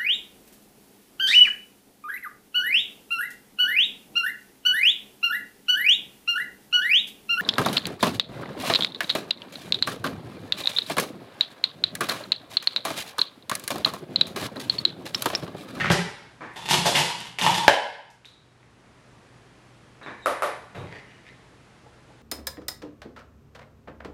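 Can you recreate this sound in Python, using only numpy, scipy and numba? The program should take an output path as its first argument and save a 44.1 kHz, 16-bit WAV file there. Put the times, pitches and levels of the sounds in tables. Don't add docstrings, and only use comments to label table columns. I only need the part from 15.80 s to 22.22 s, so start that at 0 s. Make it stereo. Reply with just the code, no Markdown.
import sys
import numpy as np
from scipy import signal
from scipy.fft import rfft, irfft
from scipy.io import wavfile
from scipy.ndimage import uniform_filter1d, map_coordinates
from numba import njit

SR = 44100
rng = np.random.default_rng(int(sys.argv[2]) if len(sys.argv) > 2 else 0)


def pcm_store(signal):
    levels = np.round(np.clip(np.atleast_2d(signal), -1, 1) * 32767)
    wavfile.write(sys.argv[1], SR, levels.astype(np.int16).T)


N = 283122
SIZE = 32768
FREQS = np.maximum(np.arange(SIZE // 2 + 1) * SR / SIZE, 1)
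TIME = np.arange(N) / SR
FADE = signal.windows.tukey(2 * SIZE)[SIZE:]
STROKE_LEAD_S = .15
TOP_HZ = 16000

# [f/Hz, density/dB], each scaled to its rms level below
AIR = [(15, -47.5), (25, -15.5), (59, -5), (90, -6), (118, -1.5), (146, -3), (438, -8.5), (529, -11),
       (1180, -13.5), (1350, -14.5), (1760, -15.5), (10300, -34), (15000, -60.5)]
HISS_SIDE = [(15, -46.5), (25, -20), (158, -1), (415, 0.5), (488, -2), (558, -3), (673, -2), (3630, -12),
             (8320, -22), (15000, -34)]
AIR_DB, HISS_SIDE_DB, HUM_HZ, HUM_DB = -53.5, -51.5, 122, -60.5
# [f/Hz, gain/dB]
MICROPHONE = [(30, -6.5), (90, 3.5), (11500, -0.5), (12700, -4.5), (13700, -26.5), (16000, -49)]
# [f/Hz, time/s]
ROOM_T60 = [(130, 0.46), (260, .52), (510, 0.59), (1020, 0.67), (2050, 0.69), (4100, 0.64), (8200, 0.52),
            (12000, 0.22)]
# [f/Hz, side over mid/dB]
ROOM_SIDE = [(100, -34), (400, -21.5), (1000, -14), (2200, -12.5), (4000, -2.5), (8000, 3.5), (12000, 5.5),
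             (15000, 19.5)]

# [t/s, level/dB, treble/dB, rattle/s]
DRAWER_BUMPS = [(.002, -34, -7, 0.011), (0.046, -35.5, -27, 0.00072), (.103, -19.5, -4.5, 0.0031),
                (.116, -24, 17.5, 0.011)]
# [t/s, level/dB, length/s]
DRAWER_PUSHES = [(0.0011, -29.5, 0.21)]
# [t/s, level/dB, bass/dB, treble/dB]
SOFT_BUMPS = [(4.948, -37, 3, -1), (4.987, -47, 17, -2), (5.115, -49, 3, -6)]
# [t/s, level/dB]
BRUSH_TAPS = [(6.06, -64), (6.302, -64.5)]
# [t/s, level/dB, length/s]
SLEEVE_SWEEPS = [(5.124, -53.5, 0.03), (5.19, -58.5, 0.077), (5.32, -62.5, .05), (5.48, -56.5, 0.016)]
# [t/s, level/dB, length/s, first f/Hz, last f/Hz, octave above over note/dB]
SQUEAKS = [(4.234, -55, .045, 3885, 3620, -26), (4.424, -53, .03, 3840, 3700, -18),
           (4.953, -59, 0.037, 3870, 3720, -26), (5.112, -56, 0.038, 2000, 2380, -14),
           (5.13, -57, 0.029, 1676, 1850, -10), (5.123, -65, .05, 4560, 4680, -30),
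           (5.192, -58, 0.054, 2110, 1830, -21), (5.27, -63, 0.08, 2820, 2920, -16),
           (5.332, -65, 0.045, 1970, 1680, -14), (5.467, -56.5, 0.041, 1720, 2087, -8)]
# [t/s, level/dB, rattle/s]
COMPACT_SCUFFS = [(.608, -38, 0.032), (4.213, -46.5, 0.016), (4.2621, -39.5, 0.0034),
                  (4.272, -47.5, 0.0066), (4.298, -45, 0.0036)]
# [t/s, level/dB, bass/dB, treble/dB, free ring (scales mode dB)]
COMPACT_CLACKS = [(4.4597, -24.5, 7.5, 17.5, 1.016), (4.6226, -26, 1.5, 13.5, 0.83)]
# [delay/s, level/dB]
SLAPS = [(.0155, -19), (.031, -8.5)]
# [t/s, level/dB, length/s, hollow f/Hz, hollow gain/dB, rubbed case f/Hz]
CASE_SHOVES = [(0.785, -43, .08, 925, 11.5, 3550), (0.905, -20.5, 0.042, 916, 15, 2730),
               (1.067, -28.5, 0.038, 830, 11.5, 4700), (1.175, -17.5, 0.022, 890, 10, 2020),
               (1.288, -25.5, 0.012, 914, 21, 3970), (1.403, -38.5, 0.072, 960, 6.5, 2880),
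               (1.678, -23, 0.04, 915, 15.5, 2920), (1.76, -28, 0.031, 865, 11, 3520),
               (1.822, -31, .05, 900, 25, 3100)]
# [t/s, level/dB, bass/dB, treble/dB, rattle/s, free ring (0 damped, 1 normal), struck case f/Hz]
CASE_CLACKS = [(0.76, -38.5, -10, -6.5, 0.012, 0.73, 3550), (.895, -20.5, -0.5, 9, 0.04, 0.46, 3680),
               (.975, -25.5, 14, 3, 0.0043, 1, 2750), (1.056, -19, 1.5, 11.5, 0.017, 0.73, 3450),
               (1.153, -16.5, -1, 2, 0.037, 0.59, 2810), (1.586, -29, -18, -3, 0.0029, 0.44, 2450),
               (1.613, -19.5, 2.5, -1, 0.035, 0.86, 2840), (1.663, -16, -2.5, 0, 0.0055, 1.57, 2980),
               (1.744, -24, -5, 1.5, 0.0081, 0.75, 1750)]
# [t/s, level/dB, rattle/s]
TUBE_CLICKS = [(.897, -41.5, .004), (1.154, -24.5, 0.018), (1.664, -29.5, 0.003)]
# [t/s, level/dB, treble/dB, free ring (scales mode dB)]
CAP_TICKS = [(2.303, -55.5, 36, 0.11), (2.4542, -44, -1.5, 0.83), (4.231, -55, -18, 0.64)]
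# [t/s, level/dB, centre f/Hz, direct over room send/dB]
SNAPS = [(0.012, -39, 2130, -7), (0.0455, -33.5, 1340, 0), (0.1006, -29.5, 3140, -5.5),
         (0.123, -46, 2520, 5), (.737, -68, 9600, -4), (0.935, -43, 4800, -1), (0.991, -44.5, 3000, 4.5),
         (1.064, -44, 4400, 4), (1.1535, -33.5, 2400, -2), (1.182, -42, 3400, 7), (1.219, -38.5, 3000, 4.5),
         (1.404, -54.5, 9000, 6.5), (1.587, -34, 2400, -0.5), (1.614, -36.5, 3300, 5),
         (1.6645, -27.5, 900, 2.5), (1.6643, -33, 2950, 4.5), (1.744, -33, 3600, 2),
         (1.8801, -23.5, 1480, 18.5), (2.4476, -64, 2590, 12), (2.83, -64.5, 2000, 0),
         (4.4592, -46.5, 10400, -2), (4.4592, -33, 1350, -1.5), (4.622, -48.5, 10000, -4),
         (4.6221, -37, 1100, -4)]
# [t/s, level/dB, treble/dB, rattle/s, direct over room send/dB, free ring (scales mode dB)]
TABLE_KNOCKS = [(1.057, -22, -20, 0.017, -3.5, .27), (1.880, -6, -6.5, 0.0033, 6, 0.78)]

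# (rise/(dB/s), sag while it lasts/(dB/s), fall/(dB/s))
PUSH_SHAPE = (600, 43, 420)
SHOVE_SHAPE = (360, 52, 730)
SWEEP_SHAPE = (200, 47, 240)
SQUEAK_SHAPE = (1300, 39, 980)

# [f/Hz, width/Hz, gain over colour/dB at free ring 1]
DRAWER_RUNNER = ([(40, -12.5), (200, 3.5), (600, -25.5), (1300, 3.5), (2300, 7.5), (4000, -4.5),
                 (11000, -29)], [(172, 87, 7.9), (240, 40, 4), (1670, 65, 1.9), (1872, 140, 7.9)])
DRAWER = ([(40, 3), (110, 9.5), (300, -4.5), (1000, 5.5), (2800, -4.5), (5000, -8), (11000, -20.5)],
          [(172.7, 14, 18), (240.7, 25, 6), (375.6, 45, 14), (580, 36, 9), (779, 28, 7.5), (1622, 125, 9),
          (1960, 56, 11)])
PADDED = ([(40, -3), (110, 8), (220, -1.5), (500, 4), (1200, -3.5), (2500, -8), (5000, -23.5),
          (11000, -30.5)], [(497, 29, 3.1), (2050, 140, 3.8), (3720, 310, 12)])
BRUSH = ([(100, -19), (450, 12), (900, 4), (1400, -15), (5000, -28)], [(470, 106, 7.5), (855, 65, 18)])
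SLEEVE = ([(100, -9), (600, -3), (1200, -8), (2000, 6), (3300, -4), (6000, -14), (12000, -31)],
          [(1820, 360, 8.9), (4560, 210, 5)])
SCUFF = ([(60, -7.5), (270, 7.5), (1100, 4.5), (2400, -0.5), (2900, -8), (7000, -24), (11000, -44.5)],
         [(1100, 310, 5.5), (1720, 200, 9.3), (2300, 110, 5.8)])
COMPACT = ([(60, -5), (170, -20), (270, 3), (800, 4.5), (1300, 7), (1800, 5), (2600, -3.5), (4000, -15),
           (7000, -23), (11000, -21)], [(484, 70, 4.9), (564, 117, 19.6), (670, 130, 4.4), (866, 120, 5),
           (1130, 83, 4), (1196, 85, 9.5), (1350, 100, 7.1), (2040, 120, 1.8), (3860, 114, 5.1)])
CASES = ([(40, -25), (85, -7), (130, 5.5), (270, -3.5), (600, -2), (1300, -3), (3000, 2.5), (5000, -2),
         (7500, -6.5), (11500, -12)], [(167.7, 11, 12.3), (345, 27, 5.6), (836, 107, 6.1), (1790, 68, 7),
         (3270, 87, 4), (3550, 110, 5.6), (4900, 77, 4)])
TUBE = ([(200, -16), (1000, -13), (1900, -2.5), (3200, -8), (5000, -5), (11000, -20)], [(2000, 620, 15),
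        (2950, 260, 21)])
CAP = ([(100, -22), (1000, -1.5), (2000, 2.5), (4000, 0.5), (7000, -5), (11000, -12)], [(3700, 280, 15.6),
       (3950, 340, 10.2)])
TABLE = ([(40, -27), (130, -7), (250, -7.5), (450, 0), (700, 5), (1250, -4), (2200, 0), (3000, 0),
         (5000, -4), (11000, -18.5)], [(568, 17, 10.5), (636.6, 39, 4.2), (896, 140, 12), (1480, 170, 2.4),
         (1660, 240, 14), (3100, 170, 10), (3930, 110, 3.8)])
# (f/Hz, width/Hz, gain/dB)
HOLLOW = (936, 77, 16.8)
# (width/Hz, gain/dB)
CASE_NOTE = (110, 9.1)


def undb(db):
    return 10 ** (np.asarray(db) / 20)


def along(points, hz):
    at_hz, value = np.transpose(points)
    return np.interp(np.log(hz), np.log(at_hz), value)


def unit(x):
    return x / np.sqrt(np.mean(x ** 2))


def causal(gain):
    cepstrum = irfft(np.log(gain))
    cepstrum[1:SIZE // 2] *= 2
    cepstrum[SIZE // 2 + 1:] = 0
    return np.exp(rfft(cepstrum))


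def colour(points):
    return causal(undb(along(points, FREQS)))


def impulse(response):
    return irfft(response) * FADE


def through(x, response):
    return signal.oaconvolve(x, impulse(response))[:len(x)]


def uncoloured(burst, size):
    spectrum = rfft(burst)
    power = uniform_filter1d(abs(spectrum) ** 2, size)
    return spectrum * causal(np.maximum(power, 1e-12) ** -.5)


def resonate(body, ring=1):
    points, modes = body
    response = colour(points)
    for hz, width_hz, gain_db in modes:
        detune = (FREQS / hz - hz / FREQS) * hz / width_hz
        response = response * (1 + (undb(ring * gain_db) - 1) / (1 + 1j * detune))
    return response


def grains(size, per_s=2500, spread_db=3):
    touch = rng.random(size) < per_s / SR
    sign = rng.choice([-1, 1], size)
    strength = undb(spread_db * np.minimum(rng.exponential(size=size), 4))
    return unit(touch * sign * strength)


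def wander(span_s):
    span = max(int(span_s * SR), 1)
    smooth = uniform_filter1d(rng.standard_normal(SIZE), span, mode="wrap")
    return unit(uniform_filter1d(smooth, span, mode="wrap"))


def place(sound, t_s, direct_db):
    out, start = np.zeros(N + 2 * SIZE), SIZE + int(t_s * SR)
    out[start:start + SIZE] = sound
    return np.outer([undb(direct_db), 1], out[SIZE:SIZE + N])


def knock(body, t_s, level_db, rattle_s, direct_db, bass_db=0, treble_db=0, ring=1, contact_s=0.0016,
          rattle_gain=0.094, bass_hz=200, middle_hz=900, treble_hz=5000):
    t = TIME[:SIZE]
    crack = rng.standard_normal(SIZE) * np.exp(-t / contact_s)
    rattle = rattle_gain * grains(SIZE) * np.exp(-t / max(rattle_s, 1 / SR))
    force = crack / np.linalg.norm(crack) + rattle
    touch = colour([(bass_hz, bass_db), (middle_hz / 2, 0), (middle_hz, 0), (treble_hz, treble_db)])
    hit = impulse(uncoloured(force, size=90) * resonate(body, ring) * touch)
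    hit *= undb(level_db) * np.sqrt(SR / 20 / np.sum(hit ** 2))
    return place(hit, t_s, direct_db)


def stroke(level_db, length_s, shape):
    rise, sag, fall = shape
    t = TIME[:SIZE] - STROKE_LEAD_S
    drop_db = rise * np.maximum(-t, 0) + sag * np.clip(t, 0, length_s) + fall * np.maximum(t - length_s, 0)
    return undb(level_db - drop_db)


def slide(body, t_s, level_db, length_s, shape, per_s, spread_db, direct_db, jerk_db, drift):
    response = resonate(body)
    response = response / np.sqrt(np.mean(abs(response) ** 2))
    jerks = unit(undb(jerk_db * wander(span_s=0.018)))
    effort = stroke(level_db, length_s, shape) * jerks
    scrape = through(effort * grains(SIZE, per_s, spread_db), response)
    slip = np.cumsum(drift * wander(span_s=0.0236))
    read_at = np.arange(SIZE) + slip - slip[int(STROKE_LEAD_S * SR)]
    scrape = map_coordinates(scrape, [read_at])
    return place(scrape, t_s - STROKE_LEAD_S, direct_db)


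def background():
    air = undb(AIR_DB) * unit(through(rng.standard_normal(N), colour(AIR)))
    hiss = undb(HISS_SIDE_DB) * unit(through(rng.standard_normal(N), colour(HISS_SIDE)))
    hum = undb(HUM_DB) * unit(np.sin(2 * np.pi * HUM_HZ * TIME))
    return np.array([air + hum, hiss])


def room_tail(early_db, build_s=0.0027, early_s=0.056):
    t, noise, tail = TIME[:SIZE], rfft(rng.standard_normal(SIZE)), 0
    octave = np.round(np.log2(np.maximum(FREQS, 100)))
    for k in np.unique(octave):
        decay = np.exp(-np.log(1000) * t / along(ROOM_T60, 2 ** k))
        tail = tail + irfft(noise * (octave == k)) * decay
    build = 1 - np.exp(-(t / build_s) ** 2)
    early = undb(early_db * np.exp(-t / early_s))
    return uncoloured(tail * build * early, size=24)


def room(source, gap_s, early_db, port_lag_samples=1.36):
    direct, send = source
    late = np.pad(send, (int(abs(gap_s) * SR), 0))[:N]
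    mid = direct + through(late, room_tail(early_db))
    side_tail = through(late, room_tail(early_db) * colour(ROOM_SIDE))
    side = port_lag_samples * np.gradient(direct) + side_tail
    return np.array([mid, side])


def squeak(t_s, level_db, length_s, first_hz, last_hz, octave_db, waver=0.0213, direct_db=-1.0):
    glide_hz = np.interp(TIME[:SIZE] - STROKE_LEAD_S, [0, length_s], [first_hz, last_hz])
    phase = 2 * np.pi * np.cumsum(glide_hz * (1 + waver * wander(span_s=.0015))) / SR
    note = unit(np.sin(phase) + undb(octave_db) * np.sin(2 * phase))
    return place(note * stroke(level_db, length_s, SQUEAK_SHAPE), t_s - STROKE_LEAD_S, direct_db)


def seat():
    chair = sum(knock(PADDED, t_s, level_db, rattle_s=0.06, direct_db=-6.5, bass_db=bass_db,
                      treble_db=treble_db, ring=0.31)
                for t_s, level_db, bass_db, treble_db in SOFT_BUMPS)
    brush = sum(knock(BRUSH, t_s, level_db, rattle_s=0.0088, direct_db=5.5) for t_s, level_db in BRUSH_TAPS)
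    sleeve = sum(slide(SLEEVE, *sweep, SWEEP_SHAPE, per_s=860, spread_db=4.5, direct_db=5.0,
                       jerk_db=2.0, drift=.06)
                 for sweep in SLEEVE_SWEEPS)
    squeaks = sum(squeak(*row) for row in SQUEAKS)
    return chair + brush + sleeve + squeaks


def drawer():
    bumps = sum(knock(DRAWER, t_s, level_db, rattle_s, direct_db=-5.0, bass_db=0.5,
                      treble_db=treble_db, ring=1.0, rattle_gain=0.16)
                for t_s, level_db, treble_db, rattle_s in DRAWER_BUMPS)
    pushes = sum(slide(DRAWER_RUNNER, *push, PUSH_SHAPE, per_s=470, spread_db=3.0, direct_db=0,
                       jerk_db=2.0, drift=.01)
                 for push in DRAWER_PUSHES)
    return bumps + pushes


def compact():
    scuffs = sum(knock(SCUFF, t_s, level_db, rattle_s, direct_db=-7.0, contact_s=0.0034)
                 for t_s, level_db, rattle_s in COMPACT_SCUFFS)
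    clacks = sum(knock(COMPACT, t_s, level_db, rattle_s=0.0051, direct_db=-6.5, bass_db=bass_db,
                       treble_db=treble_db, ring=ring, contact_s=0.0029)
                 for t_s, level_db, bass_db, treble_db, ring in COMPACT_CLACKS)
    slaps = sum(undb(level_db) * np.roll(clacks, int(delay_s * SR), axis=1) for delay_s, level_db in SLAPS)
    return scuffs + clacks + slaps


def snaps(skirt_db=-24, top_db=-38):
    hits = 0
    for t_s, level_db, hz, direct_db in SNAPS:
        points = [(hz / 3, skirt_db), (hz, 0), (hz * 2, skirt_db), (hz * 6, top_db)]
        body = points, [(hz, hz / 2, 6)]
        hits = hits + knock(body, t_s, level_db, rattle_s=0.00067, direct_db=direct_db, contact_s=0.00047)
    return hits


def table():
    knocks = sum(knock(TABLE, t_s, level_db, rattle_s, direct_db, bass_db=-1, treble_db=treble_db, ring=ring)
                 for t_s, level_db, treble_db, rattle_s, direct_db, ring in TABLE_KNOCKS)
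    return snaps() + knocks


def box(case_hz, hollow=HOLLOW):
    points, modes = CASES
    return points, modes + [hollow, (case_hz, *CASE_NOTE)]


def rummage():
    scrapes = 0
    for t_s, level_db, length_s, hollow_hz, hollow_db, case_hz in CASE_SHOVES:
        body = box(case_hz, (hollow_hz, HOLLOW[1], hollow_db))
        scrapes = scrapes + slide(body, t_s, level_db, length_s, SHOVE_SHAPE, per_s=260, spread_db=2.0,
                                  direct_db=-1.5, jerk_db=3, drift=.03)
    return scrapes


def clatter():
    cases = sum(knock(box(case_hz), t_s, level_db, rattle_s, direct_db=-12.0, bass_db=bass_db,
                      treble_db=treble_db, ring=ring)
                for t_s, level_db, bass_db, treble_db, rattle_s, ring, case_hz in CASE_CLACKS)
    tube = sum(knock(TUBE, t_s, level_db, rattle_s, direct_db=1.5, ring=5.2)
               for t_s, level_db, rattle_s in TUBE_CLICKS)
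    caps = sum(knock(CAP, t_s, level_db, rattle_s=0.0012, direct_db=-6.0, treble_db=treble_db, ring=ring)
               for t_s, level_db, treble_db, ring in CAP_TICKS)
    return cases + tube + caps


def scene():
    handled = room(drawer() + seat(), gap_s=.0005, early_db=7.5)
    handled += room(compact(), gap_s=0.0044, early_db=10.0)
    handled += room(table(), gap_s=.004, early_db=9.5)
    handled += room(rummage(), gap_s=0.00092, early_db=8)
    handled += room(clatter(), gap_s=.0005, early_db=7.0)
    picked_up = np.array([through(x, colour(MICROPHONE)) for x in handled])
    mid, side = background() + picked_up
    return np.array([mid + side, mid - side])


@njit
def follow(x, attack, release):
    out, level = np.empty(len(x)), 0.
    for i in range(len(x)):
        level += (x[i] - level) * (attack if x[i] > level else release)
        out[i] = level
    return out


def record(dry, threshold_db=-17, ratio=2.22, attack_s=0.015, release_s=0.6):
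    level = follow(abs(dry).max(axis=0), 1 / (attack_s * SR), 1 / (release_s * SR))
    gain = np.maximum(level / undb(threshold_db), 1) ** (1 / ratio - 1)
    ducked = dry * gain
    clipped = ducked / (1 + (ducked / .88) ** 6) ** (1 / 6)
    low_pass = signal.ellip(10, .2, 90, TOP_HZ, fs=SR, output="sos")
    return signal.sosfilt(low_pass, clipped)


dry = scene()
out = record(dry)
pcm_store(out)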